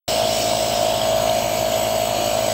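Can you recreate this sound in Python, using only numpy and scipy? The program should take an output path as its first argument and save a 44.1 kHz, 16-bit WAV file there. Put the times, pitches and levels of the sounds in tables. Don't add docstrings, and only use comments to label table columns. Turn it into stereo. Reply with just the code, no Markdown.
import sys
import numpy as np
from scipy import signal
from scipy.fft import rfft, irfft, next_fast_len
from scipy.io import wavfile
from scipy.ndimage import uniform_filter1d, map_coordinates

SR = 44100
rng = np.random.default_rng(int(sys.argv[2]) if len(sys.argv) > 2 else 0)


def invert_db(level):
    return 10 ** (np.asarray(level, dtype=float) / 20)


def log_audio(samples):
    frames = np.atleast_2d(samples).T
    limited = np.clip(frames, -1, 1)
    pcm = np.round(limited * 32767).astype(np.int16)
    wavfile.write(sys.argv[1], SR, pcm)


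N = 111573
SHAFT_HZ = 53.86
FIRST_S, OPEN_S = .0135, .0795

# start_s, level_db
STROKE_LEVEL = [(.09, -28), (.2, -22.5), (.36, -29), (.49, -22), (.6, -27.5), (.85, -23), (1.0, -25),
                (1.12, -24.5), (1.28, -22), (1.4, -26), (1.6, -26), (1.72, -22.5), (1.82, -23.5),
                (1.96, -27), (2.15, -26.5), (2.3, -24), (2.5, -26)]
# multiple, level_db
HOUSING = [(5, -23), (6, -22.5), (7, -34), (8, -23), (9, -23), (10, -25.5), (11, -6.5), (12, 0.5), (13, -2),
           (14, -12.5), (15, -34), (16, -20.5), (17, -18.5), (18, -34.5), (19, -33.5), (20, -21.5),
           (21, -31), (22, -24), (23, -27), (24, -29), (25, -24), (26, -47), (27, -30.5), (28, -26),
           (29, -29), (30, -26.5), (31, -28.5), (32, -31), (33, -40)]
# multiple, level_db
UNBALANCE = [(1, -44.5), (2, -39.5), (3, -48.5), (4, -39.5)]
# pitch_hz, level_db
WINDING_HUM = [(120, -43), (240, -44)]
# pitch_hz, level_db
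REED_TONES = [(2907, -47.5), (3015, -51), (3284, -48), (3391, -53.5), (3714, -50.5), (3768, -75),
              (3876, -52.5), (3930, -53), (4038, -54), (4091, -54), (4145, -58), (4199, -50), (4360, -51),
              (4468, -49.5)]
# pitch_hz, level_db
INTAKE_COLOUR = [(22, -38), (45, -10.5), (125, -11), (180, -13.5), (300, -4.5), (570, -4.5), (950, -8.5),
                 (1700, -19.5), (2400, -24)]
# pitch_hz, width_hz, level_db
MUFFLER_PEAKS = [(127, 9, 0), (301, 29, -3.5), (512, 59, -2.5), (570.6, 44, 1.5), (638, 25, 2),
                 (779, 104, -1.5), (948, 100, -2)]
# start_s, level_db, turned_away_0_to_1, churning_db
JET_COURSE = [(.09, -22.5, 0.05, -4), (.24, -27, 0.2, 5), (.36, -23, 0.24, -4), (.55, -25.5, 0.1, 1),
              (.68, -25.5, 0.14, 3), (.8, -26, 0.3, 2.5), (1.0, -28, 0.63, 4.5), (1.27, -28.5, 0.97, 0.5),
              (1.5, -28.5, 1, -3.5), (1.75, -28, 1, 4), (1.95, -28, 1, -3), (2.25, -28, 0.92, 2),
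              (2.5, -27, 0.6, -2.5)]
# pitch_hz, width_hz, level_db
MASK_FACING = [(2280, 360, -7), (3000, 320, -1), (4120, 1100, -4.5), (5176, 420, 2.5), (6570, 290, -7),
               (7900, 325, 2.5), (10800, 600, -56.5), (11540, 230, -11.5), (15200, 900, -4)]
# pitch_hz, width_hz, level_db
MASK_TURNED = [(2315, 380, -5), (2950, 390, -3), (4400, 770, -7), (4778, 39, -0.5), (5540, 790, -9),
               (6770, 420, -2), (7900, 200, 1), (10650, 140, -14), (12140, 296, -3.5), (15300, 600, -7.5)]
# pitch_hz, width_hz, level_db
PHONE_SHADOW = [(14250, 1200, -22), (13600, 600, -18)]
# pitch_hz, level_db
MIC_PORT = [(1000, -14), (2000, 2), (8300, -1), (9500, -6), (12000, -0.5), (15800, -3.5)]
# start_s, peak_db, pitch_hz
SPIT_EVENTS = [
    (1.2371, -18.5, 3270),
    (1.2535, -26, 3000),
    (1.28, -11, 2950),
    (1.2952, -12, 3750),
    (1.297, -11, 3150),
    (1.407, -24, 7900),
]


def compressor():
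    return housing_thumps() + reed_rattle() + steady_hum() + intake_breath()


def housing_thumps():
    lines = []
    for k, db in HOUSING:
        off = k - 12
        phase = 0.8 * off ** 2 - 0.42 * off ** 3 + 0.0205 * off ** 2 * rng.standard_normal()
        lines.append((k * SHAFT_HZ, db, phase))
    thump = tones(lines, waver_db=1.85, waver_rad=0.34, rate=8.99)
    limp = 1 + 0.062 * wobble(4.46) * np.cos(shaft_angle() / 2)
    return invert_db(curves(STROKE_LEVEL)[0]) * limp * thump


def reed_rattle():
    lines = []
    for hz, db in REED_TONES:
        on_shaft_hz = round(hz / SHAFT_HZ) * SHAFT_HZ
        lines.append((on_shaft_hz, db, 2 * np.pi * rng.random()))
    return tones(lines, waver_db=4.2, waver_rad=0.98, rate=7.94)


def steady_hum():
    shake = [(k * SHAFT_HZ, db, 0) for k, db in UNBALANCE]
    winding = [(hz, db, 2 * np.pi * 0.29) for hz, db in WINDING_HUM]
    return tones(shake + winding, waver_db=0.36, waver_rad=0.055, rate=4.24)


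def intake_breath():
    def muffled(hz):
        return np.hypot(invert_db(along(INTAKE_COLOUR, hz)), resonances(MUFFLER_PEAKS, hz) ** 2)

    rush = unit(filtered(patchy(depth_db=1.0, streak_db=1.4), muffled))
    return invert_db(-28 + 0.5 * np.cos(shaft_angle())) * rush


def jet():
    level_db, turned, _ = curves(JET_COURSE)
    turned = np.clip(turned, 0, 1)
    pulse_db = 0.75 * np.cos(shaft_angle(lag_s=.002))
    air = patchy(depth_db=1.26, streak_db=2.5) * invert_db(0.4 * wobble(14) + pulse_db)

    def through_mask(peaks, shadow):
        notch_hz, width_hz, notch_db = shadow

        def response(hz):
            dip_db = notch_db * np.exp(-(2 * (hz - notch_hz) / width_hz) ** 2)
            return resonances(peaks, hz) * invert_db(along(MIC_PORT, hz) + dip_db)

        return unit(filtered(air, response))

    facing = through_mask(MASK_FACING, PHONE_SHADOW[0])
    away = through_mask(MASK_TURNED, PHONE_SHADOW[1])
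    return invert_db(level_db - 1.0) * ((1 - turned) * facing + turned * away)


def bubbles():
    count = int(400 * N / SR)
    at = (rng.random((count, 1)) * (N - 1)).astype(int)
    chance = rng.random((count, 1))
    hz = 3000 * np.exp(0.081 * rng.standard_normal((count, 1)))
    t = np.arange(700) / SR
    life = t * hz / 16.8
    size_db = -2.5 * np.log(chance + 0.00056) + 1.4 * wobble(13.65)[at] + curves(JET_COURSE)[2][at]
    swell = life * np.exp(-3 * life)
    chirps = invert_db(size_db) * swell * np.sin(2 * np.pi * hz * t * (1 + 0.055 * life))
    places = at + np.arange(700)
    out = np.bincount(places.ravel(), chirps.ravel(), N + 700)
    return invert_db(-37) * unit(out)[:N] + spits()


def spits():
    t = np.arange(700) / SR
    out = np.zeros(N + 700)
    for start_s, peak_db, hz in SPIT_EVENTS:
        fade = invert_db(peak_db - 60 * t / .009) * (1 - np.exp(-t / 0.00049))
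        out[round(start_s * SR):][:700] += fade * np.sin(2 * np.pi * hz * t)
    return out[:N]


def shaft_angle(lag_s=0):
    return 2 * np.pi * SHAFT_HZ * (np.arange(N) / SR - FIRST_S - lag_s)


def tones(lines, waver_db, waver_rad, rate):
    t = np.arange(N) / SR - FIRST_S
    out = np.zeros(N)
    for hz, db, phase in lines:
        level = np.sqrt(2) * invert_db(db + waver_db * wobble(rate))
        out += level * np.cos(2 * np.pi * hz * t + phase + waver_rad * wobble(rate))
    return out


def patchy(depth_db, streak_db):
    z = signal.stft(rng.standard_normal(N + 512), nperseg=512)[2]

    def field(high, long):
        rough = uniform_filter1d(rng.standard_normal(z.shape), size=high, axis=0)
        return unit(uniform_filter1d(rough, size=long, axis=1))

    gain_db = depth_db * field(6, 10) + streak_db * field(1, 40)
    return signal.istft(z * invert_db(gain_db), nperseg=512)[1][:N]


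def resonances(peaks, hz):
    power = 0
    for c, w, db in peaks:
        power = power + invert_db(2 * db) * (hz * w) ** 2 / ((c * c - hz * hz) ** 2 + (hz * w) ** 2)
    return np.sqrt(power)


def filtered(x, response):
    m = next_fast_len(N + SR // 2)
    return irfft(rfft(x, m) * response(np.fft.rfftfreq(m, 1 / SR)), m)[:N]


def along(points, hz):
    f, v = np.transpose(points)
    return np.interp(np.log(hz + 1), np.log(f + 1), v, left=-70, right=-70)


def curves(rows):
    s, *cols = np.transpose(rows)
    return [np.interp(np.arange(N) / SR, s, c) for c in cols]


def wobble(rate):
    knots = rng.standard_normal(int(N * rate / SR) + 4)
    return map_coordinates(knots, [np.arange(N) * rate / SR])


def unit(x):
    return x / np.sqrt(np.mean(x ** 2) + 1e-20)


def thinned(x, top_hz):
    hz, _, z = signal.stft(x, SR, nperseg=1024)
    power = uniform_filter1d(uniform_filter1d(abs(z) ** 2, size=10, axis=0), size=3, axis=1)
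    treble = (hz > 8500) & (hz < top_hz)
    faint = treble[:, None] & (power < invert_db(2 * -14.5) * power[treble].mean())
    return signal.istft(z * ~faint, SR, nperseg=1024)[1][:N]


def scene():
    return np.tile(compressor() + jet() + bubbles(), (2, 1))


def roll_off(x):
    return signal.sosfilt(signal.butter(12, 17090, fs=SR, output="sos"), x)


def record(dry):
    top_hz = 15720
    opening = np.clip((np.arange(N) / SR - OPEN_S) / 0.00055, 0, 1)
    heard = thinned(dry[0] * opening, top_hz)
    mix = np.tile(filtered(heard, lambda hz: hz < top_hz), (2, 1))
    return roll_off(mix)


dry = scene()
out = record(dry)
log_audio(out)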